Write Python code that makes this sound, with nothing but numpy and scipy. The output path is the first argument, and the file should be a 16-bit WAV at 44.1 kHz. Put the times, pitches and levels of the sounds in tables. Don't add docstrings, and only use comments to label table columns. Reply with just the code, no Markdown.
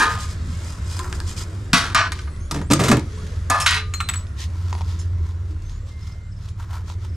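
import sys
import numpy as np
from scipy import signal
from scipy.io import wavfile
from scipy.ndimage import uniform_filter1d

SR = 44100
rng = np.random.default_rng(int(sys.argv[2]) if len(sys.argv) > 2 else 0)


def amplitude_ratio(level_db):
    exponent = np.asarray(level_db, float) / 20
    return 10 ** exponent


def pcm_store(signal):
    levels = np.round(np.clip(np.atleast_2d(signal), -1, 1) * 32767)
    wavfile.write(sys.argv[1], SR, levels.astype(np.int16).T)


N = 315742

# f/Hz, level/(dB per Hz)
WASH_COLOUR = [(20, -20.5), (98, 2.5), (116, -28.5), (148, -12), (282, -27), (439, -31.5), (597, -31.5),
               (811, -40), (1070, -32), (1870, -35), (2540, -43), (7310, -47.5), (12100, -62), (15500, -86)]
# t/s, level/dB
WASH_CURVE = [(0.0, -40), (0.24, -33.5), (2.53, -39), (2.85, -44), (3.03, -36), (3.85, -38.5), (6.52, -45),
              (7.16, -42)]
# f/Hz, likeness/1
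PORT_LIKENESS = [(25, 0.97), (60, 1), (180, 1.0), (550, 0.64), (1650, 0.22), (4970, 0.77), (15000, 0.51)]
# middle t/s, half length/s, level/dB
ROAD = [
    (0, 0.12, -31),
    (1.6, 1.44, -44.5),
    (3.1, 2, -54),
    (5, 1.33, -49.5),
    (7.2, 0.97, -51),
]
# t/s, cycle f/Hz, 5th order level/dB
ENGINE = [(0, 18.5, -51), (.45, 15.6, -33), (.9, 17.1, -28.5), (1.4, 17.2, -33), (1.8, 21.3, -33),
          (2.3, 15.1, -34), (2.7, 14.7, -26), (3.1, 16.2, -34), (3.5, 17.15, -27), (4.3, 17.4, -35),
          (4.6, 17.4, -26), (5.2, 17.04, -23), (5.55, 17.5, -28), (5.8, 18.7, -43), (6.7, 17.6, -30.5),
          (7.16, 17.3, -30.5)]
# multiple of the cycle/1, level/dB
ENGINE_ORDERS = [(2, -6), (3, -44), (4, -1), (6, -5), (7, -26.5), (8, -17.5), (10, -18)]
OTHER_ORDERS_DB, OTHER_ORDERS_FADE_DB_PER_S = -35, -0.08
# middle t/s, half length/s, level/dB
CICADA = [
    (2.4, 0.63, -62),
    (3.2, 0.88, -67.5),
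    (4.2, 0.97, -68.5),
    (4.77, .06, -59),
]
CICADA_HZ = 9750
# t/s, chirps/1, level/dB
CRICKET = [
    (6.01, 3, -49.5),
    (6.308, 3, -54),
    (7.08, 2, -56),
]
CRICKET_HZ, CRICKET_SAG, CHIRP_GAP_S = 5500, 1.6, 0.049
# start t/s, length/s, from f/Hz, to f/Hz, level/dB
GLIDES = [
    (2.398, 0.078, 6200, 6850, -53),
    (2.315, 0.061, 8000, 7700, -61),
    (2.58, 0.14, 4900, 9200, -54),
    (3.116, .1, 5000, 9900, -58),
    (5.645, 0.155, 6020, 7060, -57),
    (5.8, 0.11, 7300, 7900, -64),
    (6.216, 0.14, 7300, 7900, -68),
    (5.885, 0.43, 2094, 2094, -55.5),
    (3.17, 0.072, 870, 1500, -46),
]
WHISTLE_SAG_DB, GLIDE_BEND = 4.5, 0.8
# f/Hz, t60/s
PORCH = [(200, 0.28), (1000, 0.18), (4000, 0.28), (12000, 0.092)]

# middle t/s, half length/s, effort level/dB, dull part level/dB
CLOTH_STROKES = [(2.18, 0.12, -45, -12), (2.36, 0.053, -62, -8), (3.25, 0.3, -49, -16),
                 (4.19, 0.075, -52, 9), (4.42, 0.055, -35, -8), (4.72, 0.29, -50.5, 7.5),
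                 (4.91, 0.076, -45, 1), (5.01, 0.079, -49.5, -9), (5.2, 0.75, -72.5, 19.5),
                 (5.28, 0.075, -55, 3), (5.5, 0.062, -57.5, 6), (5.71, 0.15, -56.5, 1),
                 (5.9, 0.062, -53, -1), (6.06, 0.15, -53.5, 3), (6.45, 0.1, -55, 5.5),
                 (6.62, 0.053, -54.5, 16.5), (6.75, 0.075, -52, 17.5), (6.9, 0.065, -46.5, 4),
                 (7.04, 0.068, -52.5, 5)]
# f/Hz, level/(dB per Hz)
CLOTH_COLOUR = [(1060, -20), (1800, 2), (2230, -4.5), (3410, 0), (6530, -3.5), (12300, -22), (15500, -31)]
# f/Hz, width/Hz, level/dB
POCKET = [(1026, 170, 17.5), (1307, 100, 17)]
# middle t/s, half length/s, effort level/dB, dull part level/dB
LID_STROKES = [(.12, 0.077, -39.5, 7), (.225, 0.054, -34.5, -10), (.3, 0.077, -43, -9),
               (.55, 0.19, -47.5, -13), (.68, 0.11, -43.5, -3), (.95, 0.12, -40.5, -11),
               (1.1, 0.88, -51, 7), (1.04, 0.089, -50.5, 17), (1.155, 0.028, -44, 2), (1.3, 0.061, -38, -9),
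               (1.385, 0.03, -33.5, -7), (1.418, 0.034, -36.5, -3)]
# f/Hz, level/(dB per Hz)
SKIN_COLOUR = [(1060, -60), (1800, 1.5), (2700, -2.5), (2880, 4.5), (7540, 4.5), (12300, -12.5),
               (15500, -30)]
# f/Hz, width/Hz, level/dB
LID_WHISPER = [(2456, 43, 8.5), (3440, 26, 6), (4030, 9.4, -6), (5030, 31, 12), (7330, 60, 2)]
HANDS_ON_LID_S, HANDS_ON_CLOTH_S = (.08, 1.73), (2.1, 7.16)

SNAPS = [
    (2.362, -41, -4, .015),
    (4.268, -37, -37, 0.021),
    (4.404, -29, 4, .03),
    (5.62, -42.5, 0, 0.017),
    (5.695, -37, 0, .02),
    (5.893, -45, 0, 0.016),
    (6.07, -38, 3, 0.017),
    (6.487, -35.5, 6, 0.014),
]
KEY_HITS = [
    (4.9896, -32.5, 0, .045),
]
# f/Hz, level/dB, t60/s
KEYS = [(5330, -1, 0.1), (6460, -4, 0.13), (7100, -4, .1), (7600, -8, 0.13), (9460, -11, 0.11),
        (10300, -10, 0.12)]
KNOCKS = [
    (4.728, -15.5, -18, 0.02),
    (4.751, -20.5, -28, 0.029),
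    (4.78, -28, -26, .025),
    (4.809, -21.5, -30, 0.022),
    (6.599, -35, -11, 0.029),
    (6.707, -31, -31, 0.028),
    (6.9, -25, -17, 0.026),
]
MORE_KNOCKS = [
    (4.816, -23, -24, 0.022),
    (4.762, -38, -13, .015),
]
# f/Hz, level/dB, t60/s
KNOCK = [(744, 2, 0.012), (960, 10.6, 0.018)]
# f/Hz, level/(dB per Hz)
KNOCK_COLOUR = [(290, -55), (500, -36), (954, -31), (1620, -68), (1820, 6), (7450, -2.5), (15500, -54)]

TOOL_HITS = [
    (3.938, -16, -12, 0.095),
]
# f/Hz, level/dB, t60/s
TOOL = [(4176, 6, 0.25), (6740, 10.5, 0.095), (7860, -2, 0.1), (8400, -14, 0.4), (13400, -7, 0.12)]
# f/Hz, level/(dB per Hz)
TOOL_COLOUR = [(180, -100), (300, -35), (1280, 7), (1540, 2.5), (4210, -8), (4720, -17), (8010, -12.5),
               (13800, -29), (15500, -68)]
TOOL_REBOUND = [
    (4.003, -11.5, -25, 0.046),
]
# f/Hz, level/dB, t60/s
TOOL_SHAFT = [(4080, -3.5, 0.66), (6685, -4, .15), (7700, 10, 0.078), (8540, -4, 0.41), (13300, -5, 0.072)]
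TOOL_BOUNCES = [
    (4.088, -11.5, -9, 0.059),
    (4.137, -18, -7, 0.08),
    (4.158, -21, 5, 0.019),
]
# f/Hz, level/dB, t60/s
TOOL_TIP = [(4230, -9, 0.27), (6840, -13, 0.23), (7840, 10, 0.082), (8300, -17, 0.14), (13570, -15, 0.11)]

JUG_HITS = [(2.5113, -13, -6, 0.05), (2.5438, -19.5, -11, 0.061), (2.5571, -22.5, -17, 0.3),
            (2.615, -23, -32, 0.035), (2.7023, -15, -38, 0.036), (2.709, -5.5, -6, 0.26),
            (2.7338, -2.5, 15, 0.025), (2.793, -10, -16, 0.72), (2.836, -13, -3, 0.55),
            (2.8831, -8, -11, 0.23), (2.9143, -2, -18, 0.1), (2.9687, -16.5, -17, 0.052),
            (2.9948, -24.5, 0, 0.02)]
# f/Hz, level/dB, t60/s
JUG = [(550.4, 2, 0.1), (931, 8, 0.068), (1220, 16, 0.027), (1800, -14, 0.12)]
# f/Hz, level/(dB per Hz)
JUG_COLOUR = [(210, -32), (350, -2), (581, -3), (786, -8), (1370, -7), (3070, -16), (7590, -17),
              (12000, -29), (15500, -47)]
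# top t/s, fade/s, wall level/dB, slosh level/dB, wall resonance f/Hz
DRAG = [
    (2.526, 0.18, -32, 4.5, 268),
    (2.712, 0.11, -19.5, 0, 280),
    (2.802, 0.18, -28, 11, 229),
    (2.893, 0.048, -11.5, -12, 224),
    (2.925, 0.091, -20, 1.5, 286),
    (2.97, 0.036, -30, 10, 305),
]
JERK_SUDDENNESS = 9
# t/s, level/dB, f/Hz, t60/s
THUMPS = [(1.736, -12, 258, .24), (1.735, -9, 180, .07), (0, -26, 262, .2), (3.501, -16, 1214, .8),
          (1.735, -24, 690, .2), (1.948, -27, 250, .15), (.992, -39, 365, .9), (.995, -32.5, 1040, .45),
          (3.13, -46, 430, .95), (2.711, -9.5, 272, .17), (2.915, -13, 250, .09), (2.928, -12.5, 292, .17),
          (2.8, -25, 560, .2), (2.755, -25, 535, .08), (2.92, -22, 570, .16), (2.922, -24, 1370, .08),
          (3.503, -24, 260, .2), (3.76, -42, 430, .5), (3.6, -29, 135, .3), (4.73, -38, 370, .08),
          (5.5, -41, 310, .3)]

LID_LIFT = [
    (0, -3.5, -3.5, 0.59),
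    (.1, -21, -12, 0.017),
]
LID_TICKS = [
    (.913, -29, 2, 0.013),
    (.992, -17.5, 18, 0.013),
    (1.127, -16.5, -3, 0.004),
    (1.202, -19, -7, 0.0042),
]
# f/Hz, level/dB, t60/s
LID_ON_RIM = [(897, -3.5, 0.28), (994, -2.5, 0.22), (1042, -8, 0.59), (1100, -7, 0.15), (1232, -4.5, 0.5),
              (1523, -6, 0.34), (1602, -0.5, 0.2), (1645, -6.5, 0.16), (1724, -5, 0.31), (1845, -9, .2),
              (2390, -9.5, 0.17), (2780, -17, 0.14)]
LID_HITS = [
    (1.732, -0.5, 8, 0.2),
]
# f/Hz, level/dB, t60/s
LID_HELD = [(686, -22, 0.7), (892, -10.5, 0.98), (1134, -4.5, 0.45), (1263, 9, 0.037), (1517, -16.5, 0.99),
            (1577, -10.5, 0.57), (1990, -2.5, 0.24), (2450, -7, 0.1), (2610, -7, 0.2), (3110, -24, .25),
            (3776, -21, 0.62), (4290, -19, 0.41), (4530, -13, 0.18), (5636, -14, 0.31)]
# f/Hz, level/(dB per Hz)
LID_COLOUR = [(260, -98), (450, -6), (587, -14), (1210, -6.5), (1330, -3.5), (1520, -4.5), (2130, -16),
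              (3970, -17.5), (9940, -27), (15500, -55)]
LID_HITS_AGAIN = [
    (1.947, -3.5, -10, 0.067),
    (1.975, -6.5, -11, 0.1),
    (2.12, -15, -3, 0.002),
    (2.165, -45, -20, .012),
    (2.19, -23.5, 0, 0.0032),
    (2.273, -29.5, -36, 0.0057),
]
# f/Hz, level/dB, t60/s
LID_TURNED = [(666, -10, 1), (894, -11.5, 0.66), (1033, -4, 1), (1214, 3, 0.6), (1500, 1, 0.95),
              (1733, -3.5, 0.48), (1855, -7.5, .4), (2380, -2.5, 0.26), (2110, -7, 0.28),
              (3140, -13.5, .35), (3565, -11, 1), (4020, -9, 0.33), (4560, -13.5, 0.21), (5631, -15, 0.2)]
# f/Hz, level/(dB per Hz)
TURNED_COLOUR = [(260, -98), (450, -20), (1100, -6), (1520, 0), (2400, -12.5), (4000, -12), (8000, -20),
                 (15500, -64)]
LID_DROP = [
    (3.4995, -8, -15, 0.14),
    (3.5, -24, 6, 0.0038),
]
# f/Hz, level/dB, t60/s
LID_ON_TILE = [(674, -10.5, 0.68), (773, -2, 0.3), (899, -4, 0.54), (1034, -2.5, 0.65), (1130, -5, 0.44),
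               (1380, -8, 0.33), (1250, -4, 0.76), (1491, -9, 0.48), (1652, -14, 0.72), (1730, 1, 0.75),
               (1820, -25, 1), (2400, -24.5, 0.41), (2566, -7, .4)]
# f/Hz, level/(dB per Hz)
TILE_COLOUR = [(260, -86), (500, -18), (1210, -9), (1700, -12.5), (2600, -24), (6500, -24.5), (9940, -26),
               (15500, -54)]
RIM_CLINK = [
    (3.578, -30, 0, .03),
    (3.601, -15, 0, 0.06),
]
# f/Hz, level/dB, t60/s
RIM = [(4470, -7.5, 0.26), (5300, -15, 0.36), (5350, -4.5, 0.68), (6460, -1, .06), (6700, 6, .06)]
# f/Hz, level/(dB per Hz)
RIM_COLOUR = [(900, -21), (2400, -7), (4000, -13), (6500, -10), (9940, -12), (15500, -40)]
LID_SPIN = [
    (3.662, -1.5, -11, 0.0042),
    (3.676, -8.5, 1, 0.033),
    (3.69, -12, -2, 0.03),
    (3.707, -10.5, -9, 0.035),
    (3.722, -14.5, -16, 0.042),
    (3.742, -12, -4, 0.036),
    (3.765, -18.5, -12, 0.046),
    (3.785, -23.5, -13, 0.1),
]
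# f/Hz, level/dB, t60/s
LID_SPINNING = [(951, -2, 0.21), (1230, -10.5, 1), (1480, 1, .5), (1550, 6, 0.23), (1920, 6, .26),
                (2360, -5.5, 0.145), (2590, -8, .26), (2720, -3, .3), (3200, -20, .26), (3634, -10, .32),
                (3957, 4, .27), (4180, -11.5, 0.27), (4440, -12, 0.17), (5030, -20, 0.36)]
# f/Hz, level/(dB per Hz)
SPIN_COLOUR = [(450, -25.5), (1100, -0.5), (1600, 4), (2600, 0), (4200, -3.5), (9940, -19), (15500, -44)]
CRACKS = [
    (1.947, -15, 0, .04),
    (3.5002, -10, 0, .045),
    (3.664, -14, 0, .1),
    (3.707, -18, 0, .04),
    (2.1195, -24, -3, .07),
]
# f/Hz, level/dB, t60/s
CRACK = [(6710, 7, 0.044), (7980, -7, 0.037), (9170, -12, 0.025)]
# f/Hz, level/(dB per Hz)
CRACK_COLOUR = [(1500, -25), (4500, -22), (6500, 3.5), (10500, 0.5), (13000, -14), (15500, -34)]
SOFTENING = 0.026

# f/Hz, left minus right level/dB
PORTS = [(60, 0), (150, -1.5), (380, 1), (950, 1.5), (2380, -1.2), (5980, 0), (15000, 4.5)]
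EDGE_HZ = 15350


def evened(x):
    return x / np.sqrt(np.mean(x ** 2) + 1e-20)


def peaked(x):
    return x / np.sqrt(uniform_filter1d(x ** 2, 200).max())


def read(points, hz):
    f, value = np.transpose(points)
    return np.interp(np.log(hz + 1), np.log(f + 1), value)


def curves(rows, t):
    s, *columns = np.transpose(rows)
    return [np.interp(t, s, c) for c in columns]


def swells(rows, t, sudden=1):
    s, half, db, *more = np.transpose(rows)[:, :, None]
    coarse = t[::32]
    away = (coarse - s) / half * np.where(coarse < s, sudden, 1)
    power = amplitude_ratio(db - 20 * away ** 2) ** 2
    levels = [np.sqrt((power * amplitude_ratio(2 * part_db)).sum(0)) for part_db in [0, *more[:1]]]
    return [np.interp(t, coarse, level) for level in levels]


def add(mix, s, sound):
    part = mix[..., round(s * SR):][..., :sound.shape[-1]]
    part += sound[..., :part.shape[-1]]


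def causal(points):
    db = read(points, abs(np.fft.fftfreq(4096, 1 / SR)))
    log_gain = np.log(amplitude_ratio(np.maximum(db, -100)))
    return np.fft.ifft(np.exp(np.conj(signal.hilbert(log_gain)))).real[:2048]


def resonate(x, hz, width):
    turn = np.exp(2j * np.pi * np.cumsum(hz * np.ones(len(x))) / SR)
    r = np.exp(-np.pi * width / SR)
    return 2 * (turn * signal.lfilter([1 - r], [1, -r], x / turn)).real


def drift(count, width):
    return evened(uniform_filter1d(uniform_filter1d(rng.standard_normal(count), width), width))


def grains(shape, spread_db):
    size_db = spread_db * np.minimum(rng.exponential(1, shape), 5)
    return evened(rng.standard_normal(shape) * amplitude_ratio(size_db))


def ring(db, hz, t60, t):
    return amplitude_ratio(db - 60 * t / np.clip(t60, .01, .95)) * np.sin(2 * np.pi * hz * t)


def tilt(x, treble_db):
    dull = signal.lfilter([.3], [1, -.7], x)
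    return dull + amplitude_ratio(treble_db) * (x - dull)


def wash():
    frames, hz = N // 512 + 5, np.fft.rfftfreq(2048, 1 / SR)
    a, b, c, d, patches = rng.standard_normal((frames, 1025, 5)).T
    patches = evened(uniform_filter1d(uniform_filter1d(patches, 8, 0), 8, 1))
    same = np.clip(read(PORT_LIKENESS, hz), -1, 1)[:, None]
    left = a + 1j * b
    right = same * left + np.sqrt(1 - same ** 2) * (c + 1j * d)
    z = np.array([left, right]) * amplitude_ratio(read(WASH_COLOUR, hz)[:, None] + 2.5 * patches)
    x = evened(signal.istft(z, nperseg=2048, noverlap=1536)[1][:, :N])
    return amplitude_ratio(curves(WASH_CURVE, np.arange(N) / SR)[0] + 6.5) * x


def road():
    drone = evened(resonate(resonate(rng.standard_normal(N), 339, 110), 245, 290))
    return amplitude_ratio(-0.5) * swells(ROAD, np.arange(N) / SR)[0] * drone


def engine():
    t = np.arange(N) / SR
    hz, main_db = curves(ENGINE, t)
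    rest_db = OTHER_ORDERS_DB - OTHER_ORDERS_FADE_DB_PER_S * t
    turns = np.cumsum(hz) / SR
    out = amplitude_ratio(main_db + 1.5 * drift(N, 6000)) * np.sin(2 * np.pi * (5 * turns + .09 * drift(N, 3000)))
    for k, db in ENGINE_ORDERS:
        level = amplitude_ratio(rest_db + db + 2.9 * drift(N, 6000))
        phase = round(k) * turns + 0.054 * drift(N, 9000) + rng.random()
        out += level * np.sin(2 * np.pi * phase)
    return np.sqrt(2) * out


def cicada():
    buzz = resonate(resonate(rng.standard_normal(N), CICADA_HZ, 500), CICADA_HZ, 500)
    return swells(CICADA, np.arange(N) / SR)[0] * evened(buzz)


def cricket():
    out, t = np.zeros(N), np.arange(1500) / SR
    for s, chirps, db in CRICKET:
        for k in range(round(chirps)):
            swell = np.hanning(len(t)) * (1 + 0.4 * drift(len(t), 25))
            tone = np.sin(2 * np.pi * CRICKET_HZ * t * (1 - CRICKET_SAG * t))
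            add(out, s + k * CHIRP_GAP_S, amplitude_ratio(db) * swell * tone)
    return out


def glides():
    out = np.zeros(N)
    for s, length, from_hz, to_hz, db in GLIDES:
        u = np.arange(0, length, 1 / SR) / length
        waver, flicker = drift(SR // 2, 200)[:len(u)], drift(SR // 2, 300)[:len(u)]
        hz = from_hz + (to_hz - from_hz) * (u ** GLIDE_BEND + 0.053 * waver)
        tone = np.sin(2 * np.pi * np.cumsum(hz) / SR)
        level = np.sqrt(2) * amplitude_ratio(db - WHISTLE_SAG_DB * u + 1.0 * flicker)
        add(out, s, level * tone * signal.windows.tukey(len(u), .2))
    return out


def porch(x):
    taps = np.zeros((2, SR // 2))
    at = np.arange(100, SR // 2 - 20, 20)
    at = at + rng.integers(0, 20, (2, len(at)))
    np.put_along_axis(taps, at, rng.choice([-1., 1.], at.shape), 1)
    hz, t, z = signal.stft(taps, SR, nperseg=256)
    z[1] += (z[0] - z[1]) / (1 + (hz[:, None] / 2500) ** 2)
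    tail = signal.istft(z * amplitude_ratio(-60 * t / read(PORCH, hz)[:, None]), SR, nperseg=256)[1]
    return signal.fftconvolve(x[None], tail / np.linalg.norm(tail[0]), axes=1)[:, :N]


def rub(rows, colour, lines, lines_db, span):
    t = np.arange(*span, 1 / SR)
    effort, dullness = swells(rows, t)
    near = grains(len(t), 2.36) * amplitude_ratio(2.8 * drift(len(t), 150))
    apart = rng.standard_normal((2, len(t)))
    hiss = signal.oaconvolve(near + 0.85 * apart, causal(colour)[None], axes=1)[:, :len(t)]
    dull, sung = (evened(sum(amplitude_ratio(db) * resonate(near, hz, width) for hz, width, db in modes))
                  for modes in (POCKET, lines))
    x = effort * (evened(hiss) + amplitude_ratio(lines_db) * sung) + dullness * amplitude_ratio(-4.5) * dull
    out = np.zeros((2, N))
    add(out, t[0], x * signal.windows.tukey(len(t), .02))
    return out


def blows(rows, modes, colour, ring_db, tick_db, stop_db, rise_s, t60_s=None, damped_s=None,
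          count=0, plate_db=-6, flutter_db=0, dulling_db_per_s=230):
    out, t, body = np.zeros((2, N)), np.arange(SR // 3) / SR, causal(colour)
    crowd_hz = np.exp(rng.uniform(np.log(900), np.log(6500), count))
    for s, db, treble_db, length in rows:
        t60, damped = t60_s or length, damped_s or length
        onset = 1 - np.exp(-t / (rise_s * amplitude_ratio(-SOFTENING * treble_db)))
        rattle_db = 2.9 * drift(len(t), 120) - 60 * t / max(t60, .005)
        rattle = grains(len(t), 1.55) * amplitude_ratio(rattle_db) * onset
        rattle[:40] += amplitude_ratio(tick_db) * rng.standard_normal(40)
        x = signal.fftconvolve(rattle, body)[:len(t)]
        x = peaked(tilt(x, 5.5 - dulling_db_per_s * t))
        rung = 0
        for hz, mode_db, mode_t60 in modes:
            spot_db = 1.3 * rng.standard_normal()
            level_db = mode_db + spot_db + flutter_db * drift(len(t), 300)
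            rung = rung + ring(level_db, hz, mode_t60, t + rng.random() / hz)
        x += amplitude_ratio(ring_db) * peaked(rung * onset)
        if count:
            crowd = sum(ring(.5 * read(colour, hz), hz, 0.5 * t60, t + rng.random() / hz) for hz in crowd_hz)
            x += amplitude_ratio(plate_db) * peaked(crowd) * onset
        x = amplitude_ratio(db - 8.0) * peaked(tilt(x, treble_db + 10.5))
        x *= amplitude_ratio(-stop_db * np.maximum(t - damped, 0))
        echo = np.roll(x, 6) - x
        add(out, s, np.roll(x, 3) + 0.27 * np.array([[1], [-1]]) * echo)
    return out


def cloth_and_keys():
    out = blows(SNAPS, KEYS, CLOTH_COLOUR, ring_db=-12.5, tick_db=-6, stop_db=900, rise_s=0.002, damped_s=.03)
    return out + blows(KEY_HITS, KEYS, CLOTH_COLOUR, ring_db=6, tick_db=5, stop_db=600, rise_s=.004, t60_s=.03)


def pocket_knocks():
    return blows(KNOCKS, KNOCK, KNOCK_COLOUR, ring_db=5.5, tick_db=7, stop_db=2000, rise_s=0.00023, damped_s=0.011)


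def more_pocket_knocks():
    return blows(MORE_KNOCKS, KNOCK, KNOCK_COLOUR, ring_db=4.0, tick_db=0.0, stop_db=1500,
                 rise_s=0.00063, damped_s=.008)


def tool():
    out = blows(TOOL_HITS, TOOL, TOOL_COLOUR, ring_db=-2.0, tick_db=13.0, stop_db=907,
                rise_s=0.0016, damped_s=0.065, flutter_db=1.0)
    out += blows(TOOL_REBOUND, TOOL_SHAFT, TOOL_COLOUR, ring_db=-8.5, tick_db=-4.0, stop_db=900,
                 rise_s=0.0012, damped_s=0.085, flutter_db=1.0)
    return out + blows(TOOL_BOUNCES, TOOL_TIP, TOOL_COLOUR, ring_db=-1.5, tick_db=0.0, stop_db=600,
                       rise_s=0.00056, damped_s=0.037, flutter_db=7.0)


def jug_drag():
    out, t = np.zeros(N), np.arange(2.45, 3.1, 1 / SR)
    drum, wave = swells(DRAG, t, JERK_SUDDENNESS)
    s, *_, jerk_hz = np.transpose(DRAG)
    latest = np.maximum(np.searchsorted(s, t) - 1, 0)
    hz = uniform_filter1d(jerk_hz[latest], size=800)
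    slips = grains(len(t), 4.1)
    wall = evened(resonate(resonate(slips, hz, 26), hz, 70))
    wall = evened(wall / uniform_filter1d(abs(wall), 1300) ** 0.33)
    slosh = evened(resonate(resonate(slips, 146, 86), 126, 54))
    slosh = evened(slosh / uniform_filter1d(abs(slosh), 1300) ** 1.86)
    add(out, t[0], drum * wall + wave * slosh)
    return out


def jug_bumps():
    return blows(JUG_HITS, JUG, JUG_COLOUR, ring_db=-4.5, tick_db=-3.5, stop_db=900,
                 rise_s=0.0022, damped_s=0.092, flutter_db=7.5)


def thumps():
    out, t = np.zeros(N), np.arange(SR // 2) / SR
    for s, *mode in THUMPS:
        add(out, s, ring(*mode, t))
    return out


def lid_cracks():
    return blows(CRACKS, CRACK, CRACK_COLOUR, ring_db=-6, tick_db=-11, stop_db=900, rise_s=.0006, damped_s=0.027)


def lid_in_hand():
    out = blows(LID_LIFT, LID_ON_RIM, LID_COLOUR, ring_db=7, tick_db=3, stop_db=900, rise_s=.01,
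                count=60, plate_db=-4, flutter_db=2.6)
    out += blows(LID_TICKS, LID_ON_RIM, LID_COLOUR, ring_db=-9.5, tick_db=-12, stop_db=900,
                 rise_s=0.00093, damped_s=0.011)
    out += blows(LID_HITS, LID_HELD, LID_COLOUR, ring_db=-1.5, tick_db=10, stop_db=1500, rise_s=.0015, t60_s=.66,
                 count=120, plate_db=-2, flutter_db=3, dulling_db_per_s=110)
    return out + blows(LID_HITS_AGAIN, LID_TURNED, TURNED_COLOUR, ring_db=1.5, tick_db=10, stop_db=900,
                       rise_s=0.0013, t60_s=1, count=50, plate_db=-2.5, flutter_db=3)


def lid_on_floor():
    out = blows(LID_DROP, LID_ON_TILE, TILE_COLOUR, ring_db=-.5, tick_db=8, stop_db=250, rise_s=.0008, t60_s=1,
                count=60, plate_db=-6, flutter_db=3.5)
    out += blows(RIM_CLINK, RIM, RIM_COLOUR, ring_db=-1.5, tick_db=0, stop_db=400, rise_s=.003, t60_s=.3, flutter_db=4)
    return out + blows(LID_SPIN, LID_SPINNING, SPIN_COLOUR, ring_db=-6, tick_db=0.5, stop_db=499,
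                       rise_s=0.0011, t60_s=0.41, count=30, plate_db=-15, flutter_db=-4)


def scene():
    street = wash() + road() + engine() + cicada()
    near = cricket() + glides() + cloth_and_keys() + tool()
    near += jug_drag() + jug_bumps() + thumps()
    near += lid_in_hand() + lid_on_floor()
    knocks = pocket_knocks()
    echoes = porch((near + amplitude_ratio(-2.5) * knocks).mean(0))
    hands = rub(CLOTH_STROKES, CLOTH_COLOUR, POCKET, lines_db=-36.0, span=HANDS_ON_CLOTH_S)
    hands += rub(LID_STROKES, SKIN_COLOUR, LID_WHISPER, lines_db=-7.5, span=HANDS_ON_LID_S)
    close = hands + knocks + more_pocket_knocks() + lid_cracks()
    return street + near + amplitude_ratio(-8.5) * echoes + close


def band_limit(x):
    return signal.sosfilt(signal.butter(12, 15800, fs=SR, output="sos"), x)


def record(dry):
    ports = np.array([causal([(hz, side * db / 2) for hz, db in PORTS]) for side in (1, -1)])
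    x = signal.oaconvolve(dry, ports, axes=1)[:, :N]
    x = np.tanh(x * 0.9) / 0.9
    x = signal.oaconvolve(x, signal.firwin(255, EDGE_HZ, fs=SR)[None], "same")
    return band_limit(x)


dry = scene()
out = record(dry)
pcm_store(out)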